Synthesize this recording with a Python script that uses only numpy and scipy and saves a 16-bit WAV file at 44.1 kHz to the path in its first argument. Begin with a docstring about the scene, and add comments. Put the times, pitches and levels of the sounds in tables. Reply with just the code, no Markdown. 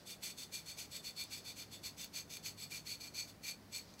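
"""A short steel blade scrapes to and fro over dry, scaly skin, about seven strokes a second, slowing
near the end. Countless tiny scales catch on the edge: they hiss and set the hand-damped blade ringing,
with a new colour on each stroke and a slight lift in pitch along it. Between strokes the flat of the
blade brushes the skin, and now and then a flake snaps off. Underneath lies the quiet bed of a small
room: soft air and a low hum."""
import sys
import numpy as np
from scipy import signal
from scipy.fft import rfft, irfft
from scipy.io import wavfile

SR = 44100
rng = np.random.default_rng(int(sys.argv[2]) if len(sys.argv) > 2 else 0)


def master(y):
    """Save y as 16-bit WAV."""
    cut = np.clip(np.atleast_2d(y).T, -1, 1)
    pcm = np.round(cut * 32767)  # scale
    wavfile.write(sys.argv[1], SR, pcm.astype(np.int16))


N = 176400
TIME = np.arange(N) / SR

# blade strokes: t/s, length/s, crest position/share of length, crest level/dB, swell to the crest/dB,
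# then extra drive/dB for each of blade modes 1 to 4
BLADE_STROKES = [(0.066, 0.07, 0.62, -46.5, 6.5, -3, 5, -3, 0),
                 (0.228, 0.08, 0.11, -43, 7, -1.5, 2.5, -3.5, 0),
                 (0.381, 0.056, 0.7, -49, 0, -16, 5, 1, 3.5),
                 (0.527, 0.067, 0.36, -42, 8.5, 1, 4.5, 1, 3.5), (0.665, 0.06, 0.85, -48, 5, -2, 4, 2, 3),
                 (0.775, 0.066, 0.28, -43, 9.5, 0, 3, -1, 3),
                 (0.916, 0.069, 0.76, -46, 6.5, -4, 6, 0.5, -3),
                 (1.042, 0.05, 0.59, -46.5, 3.5, 1, 5.5, 2.5, 1),
                 (1.168, 0.07, 0.6, -42.5, 10.5, 2.5, 4, 4.5, 0),
                 (1.312, 0.07, 0.29, -44.5, 6, 2, 3, -0.5, 0), (1.452, 0.065, 0.5, -47.5, 6, 0, 6, 2, 0),
                 (1.569, 0.061, 0.55, -47, 6, 1.5, 2, 0.5, 2),
                 (1.717, 0.046, 0.41, -50.5, 4.5, -11, 9.5, 0, -3),
                 (1.839, 0.045, 0.63, -44.5, 4, -3, 1.5, 2, 2),
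                 (1.979, 0.073, 0.48, -45.5, 7.5, -11, 4.5, -4.5, 3),
                 (2.139, 0.074, 0.41, -41, 12, 1, 2, 1.5, 5.5), (2.301, 0.071, 0.54, -47, 6, 0, 4, -5, 6),
                 (2.438, 0.064, 0.46, -42.5, 8.5, -3, -1, 1.5, 6),
                 (2.582, 0.072, 0.68, -46.5, 7.5, -1.5, 4, 0.5, -5),
                 (2.711, 0.067, 0.8, -46, 2, 5, -4, -1.5, 2.5),
                 (2.865, 0.078, 0.71, -45.5, 4, 2.5, 2.5, 4, 3),
                 (3.008, 0.065, 0.43, -52, -0.5, 2.5, -5, 1.5, 3),
                 (3.146, 0.083, 0.59, -43.5, 7.5, 6, -3, 4.5, 8),
                 (3.277, 0.028, 0.76, -52, 5.5, -14, 1, -3, -5),
                 (3.436, 0.086, 0.63, -42.5, 9, 7, -3, 2, 5.5),
                 (3.725, 0.075, 0.36, -42.5, 9.5, 1, 1, 2, 2.5),
                 (3.997, 0.07, 0.5, -44.5, 5.5, -2, -7, -1, 4)]
# ring of the hand-held blade: f/Hz, width/Hz, relative level/dB
BLADE_MODES = [(2384, 122, -3.5), (3530, 149, -2.5), (4404, 252, 4.5), (6293, 356, -5.5), (7877, 256, -2),
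               (4655, 145, -2.5), (5150, 250, -9.5), (9980, 280, -13), (11490, 620, -14)]
# EQ of the dry scale hiss: f/Hz, relative level/dB
HISS_EQ = [(500, -23), (1100, -11.5), (1700, -8), (2000, 0.15), (5200, 2.5), (7300, 1), (8500, -6.5),
           (14000, -4), (15500, -8)]
# flakes snapping off: t/s, peak level of the crack/dB
FLAKE_SNAPS = [(0.2365, -30), (1.2385, -28), (2.0448, -29), (2.3700, -31), (3.511, -30.5), (3.784, -32)]
# envelope of the flat of the blade brushing the skin: t/s, level/dB
BRUSH_ENVELOPE = [(0, -64), (.07, -74), (1.1, -73), (1.28, -63), (1.55, -67.5), (1.7, -70), (3.4, -75),
                  (3.7, -72), (3.89, -65.5), (4, -70.5)]
# light touches that tick the blade: t/s, drive level/dB
BLADE_TOUCHES = [(3.939, -35)]
# EQ of the room air: f/Hz, relative level/dB
AIR_EQ = [(20, -27), (35, -7.5), (60, -0.5), (125, 0), (190, 5.5), (290, -1.5), (600, -4.5), (1000, -9.5),
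          (2000, -13.5), (4000, -22.5), (15500, -25)]
# tones of the hum: f/Hz, level before the envelope/dB
HUM_TONES = [(64, -79), (102, -69.5), (152, -73.5), (284, -75.5)]
# envelope of the hum: t/s, gain/dB
HUM_ENVELOPE = [(0, -10), (1.4, 2.5), (2.8, 1.5), (4, -1)]

ATTACK_S, RELEASE_S, EDGE_DROP_DB = 0.014, 0.040, 17   # bite and let-go: time to move by this many dB
RING_DB, RING_RISE = 11.5, 0.01   # ring gain; share by which its pitch climbs along a stroke
LIFT_LOSS_DB = 10   # drive the lowest mode loses as the edge lifts
CONTACT_SPREAD_DB = 1.3   # stroke-to-stroke scatter in the drive of modes 5 and up
SCALES_PER_S, SCALE_SPREAD_DB = 14000, 4   # density and unevenness of the catches
JUDDER_HZ, JUDDER_DB = 36, 1.17   # uneven drag
HISS_DB = -4.5
CRISP_DB, CRISP_FADE_DB_PER_S, CRISP_HZ, CRISP_WIDTH_HZ = -10, 3.5, 8400, 2600
SNAP_DECAY_S, SNAP_LOW_CUT_HZ, SNAP_RING_DB = .0001, 3000, -9
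BRUSH_HZ, BRUSH_WIDTH_HZ, BRUSH_RING_DB = 4620, 2800, -5.5
TOUCH_HIGH_DB = 10   # a touch drives the fourth mode hardest
ROOM_T60_S, ROOM_DB, ROOM_TOP_HZ = 0.099, -12, 6860
AIR_DB, HUM_WAVER_DB, HUM_PITCH_SPREAD_HZ = -61, 2.5, 2.49
HIGH_CUT_HZ = 15750


def scraping():
    """Each stroke drags the edge over the scales: the blade rings, bending up a touch, over dry hiss."""
    on_blade, on_skin = friction(), friction()
    ringing, drag = np.zeros(N), np.zeros(N)
    scatter_db = CONTACT_SPREAD_DB * rng.standard_normal((len(BLADE_STROKES), len(BLADE_MODES)))
    for stroke, rest_db in zip(BLADE_STROKES, scatter_db):
        start, length, crest, level_db, swell_db, lowest_db, *next_db = stroke
        press = pressure(start, length, crest, level_db, swell_db)
        near = (TIME > start - .05) & (TIME < start + .22)
        along = np.clip((TIME[near] - start) / length, 0, 1)
        lifted = np.clip((TIME[near] - start - length) / RELEASE_S, 0, 1)
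        drive_db = [lowest_db - LIFT_LOSS_DB * lifted, *next_db, *rest_db]
        ringing[near] += blade((on_blade * press)[near], drive_db, pitch=1 + RING_RISE * (along - .5))
        drag += press
    hiss = from_db(HISS_DB) * cut(colour(on_skin * drag, HISS_EQ), 270, "high")
    # loose scales add a crisp top that fades as they wear off
    loose_scales = from_db(CRISP_DB - CRISP_FADE_DB_PER_S * TIME)
    crisp = loose_scales * drag * unit_rms(resonate(friction(), CRISP_HZ, CRISP_WIDTH_HZ))
    return ringing + hiss + crisp


def pressure(start, length, crest, level_db, swell_db):
    """Envelope of one stroke: the edge bites, leans in up to a crest, eases and lets go."""
    end = start + length
    swell = np.interp(TIME, [start, start + crest * length, end], [-swell_db, 0, -swell_db])
    away = np.maximum(start - TIME, 0) / ATTACK_S + np.maximum(TIME - end, 0) / RELEASE_S
    return from_db(level_db + swell - EDGE_DROP_DB * np.minimum(away, 10))


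def friction():
    """The grain of the scrape: dense random catches of the edge on scales, in uneven clumps."""
    sizes = from_db(SCALE_SPREAD_DB * np.minimum(rng.exponential(1, N), 4))
    polarity = rng.choice([-1, 1], N)
    catches = rng.random(N) < SCALES_PER_S / SR
    judder = from_db(JUDDER_DB * drift(JUDDER_HZ))
    return unit_rms(sizes * polarity * catches * judder)


def blade(force, drive_db=(), pitch=1):
    """The steel rings in its modes; the point of contact sets how hard each is driven."""
    drive = list(drive_db) + [0] * (len(BLADE_MODES) - len(drive_db))
    return sum(mode(force * from_db(RING_DB + db + extra_db), hz * pitch, width)
               for (hz, width, db), extra_db in zip(BLADE_MODES, drive))


def flakes():
    """A flake snaps off with a tiny bright crack that also pings the blade."""
    cracks = np.zeros(N)
    age = np.arange(SR // 200) / SR
    for start, db in FLAKE_SNAPS:
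        burst = rng.standard_normal(len(age)) * np.exp(-age / SNAP_DECAY_S)
        crack = cut(cut(burst, SNAP_LOW_CUT_HZ, "high"), HIGH_CUT_HZ, "low")
        onset = int(start * SR)
        cracks[onset:onset + len(age)] += from_db(db) * crack / abs(crack).max()
    return cracks + from_db(SNAP_RING_DB) * blade(cracks)


def brushing():
    """Light contact fills the gaps between strokes: soft hiss, a hint of ring, a small high tick."""
    drag = from_db(np.interp(TIME, *np.transpose(BRUSH_ENVELOPE)))
    touch = np.zeros(N)
    for start, db in BLADE_TOUCHES:
        touch[int(start * SR)] = from_db(db)
    hiss = drag * unit_rms(mode(friction(), BRUSH_HZ, BRUSH_WIDTH_HZ))
    ringing = blade(from_db(BRUSH_RING_DB) * drag * friction())
    tick = blade(touch, drive_db=[0, 0, 0, TOUCH_HIGH_DB])
    return hiss + ringing + tick


def room(x):
    """The small room's reflections: a short, dull tail."""
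    decay = from_db(-60 * np.minimum(TIME / ROOM_T60_S, 4))
    tail = cut(rng.standard_normal(N) * decay, ROOM_TOP_HZ, "low")
    return from_db(ROOM_DB) * signal.fftconvolve(x, tail / np.linalg.norm(tail))[:N]


def room_tone():
    """The bed: soft air and a low hum that wavers in level and pitch."""
    hum = np.zeros(N)
    for hz, db in HUM_TONES:
        waver = from_db(HUM_WAVER_DB * drift(rate_hz=1.5))
        pitch_hz = hz + HUM_PITCH_SPREAD_HZ * drift(rate_hz=5.3)
        hum += from_db(db) * unit_rms(waver * np.sin(2 * np.pi * np.cumsum(pitch_hz) / SR))
    hum *= from_db(np.interp(TIME, *np.transpose(HUM_ENVELOPE)))
    air = from_db(AIR_DB) * colour(rng.standard_normal(N), AIR_EQ)
    return hum + air


def mode(x, hz, width_hz):
    """A steep-sided resonance whose pitch can glide; unity gain at the peak."""
    r = np.exp(-np.pi * width_hz / SR)
    carrier = np.exp(2j * np.pi * np.cumsum(hz * np.ones(len(x))) / SR)
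    baseband = x * carrier.conj() + 1e-18 * (1 + 1j)
    return 2 * (carrier * signal.lfilter([(1 - r) ** 2], [1, -2 * r, r * r], baseband)).real


def resonate(x, hz, width_hz):
    """A resonant band-pass; unity gain at the peak."""
    r = np.exp(-np.pi * width_hz / SR)
    feedback = [1, -2 * r * np.cos(2 * np.pi * hz / SR), r * r]
    return signal.lfilter(np.array([1, 0, -1]) * (1 - r * r) / 2, feedback, x + 1e-18)


def colour(x, eq):
    """Apply an EQ curve (f/Hz, level/dB), keeping the power of white noise."""
    hz, db = np.transpose(eq)
    bin_hz = np.maximum(np.arange(N // 2 + 1) * SR / N, 1)
    gain = unit_rms(from_db(np.interp(np.log(bin_hz), np.log(hz), db)))
    return irfft(rfft(x) * gain, N)


def cut(x, hz, kind):
    """Gentle high- or low-pass."""
    return signal.sosfilt(signal.butter(2, hz, kind, fs=SR, output="sos"), x)


def drift(rate_hz):
    """Smooth random modulation with a spread of about 1."""
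    r = np.exp(-2 * np.pi * rate_hz / SR)
    return unit_rms(signal.lfilter([1], [1, -2 * r, r * r], rng.standard_normal(N + SR)))[SR:]


def from_db(db):
    """Decibels to gain."""
    return 10 ** (np.asarray(db) / 20)


def unit_rms(x):
    """Normalise to rms 1."""
    return x / np.sqrt(np.mean(x ** 2) + 1e-20)


def scene():
    """The mono mix: blade and skin up close, the room behind."""
    close = scraping() + brushing() + flakes()
    return (close + room(close) + room_tone())[None]


def record(dry):
    """A steep high cut on the whole mix."""
    return signal.sosfilt(signal.ellip(12, .1, 70, HIGH_CUT_HZ, fs=SR, output="sos"), dry)


dry = scene()
out = record(dry)
master(out)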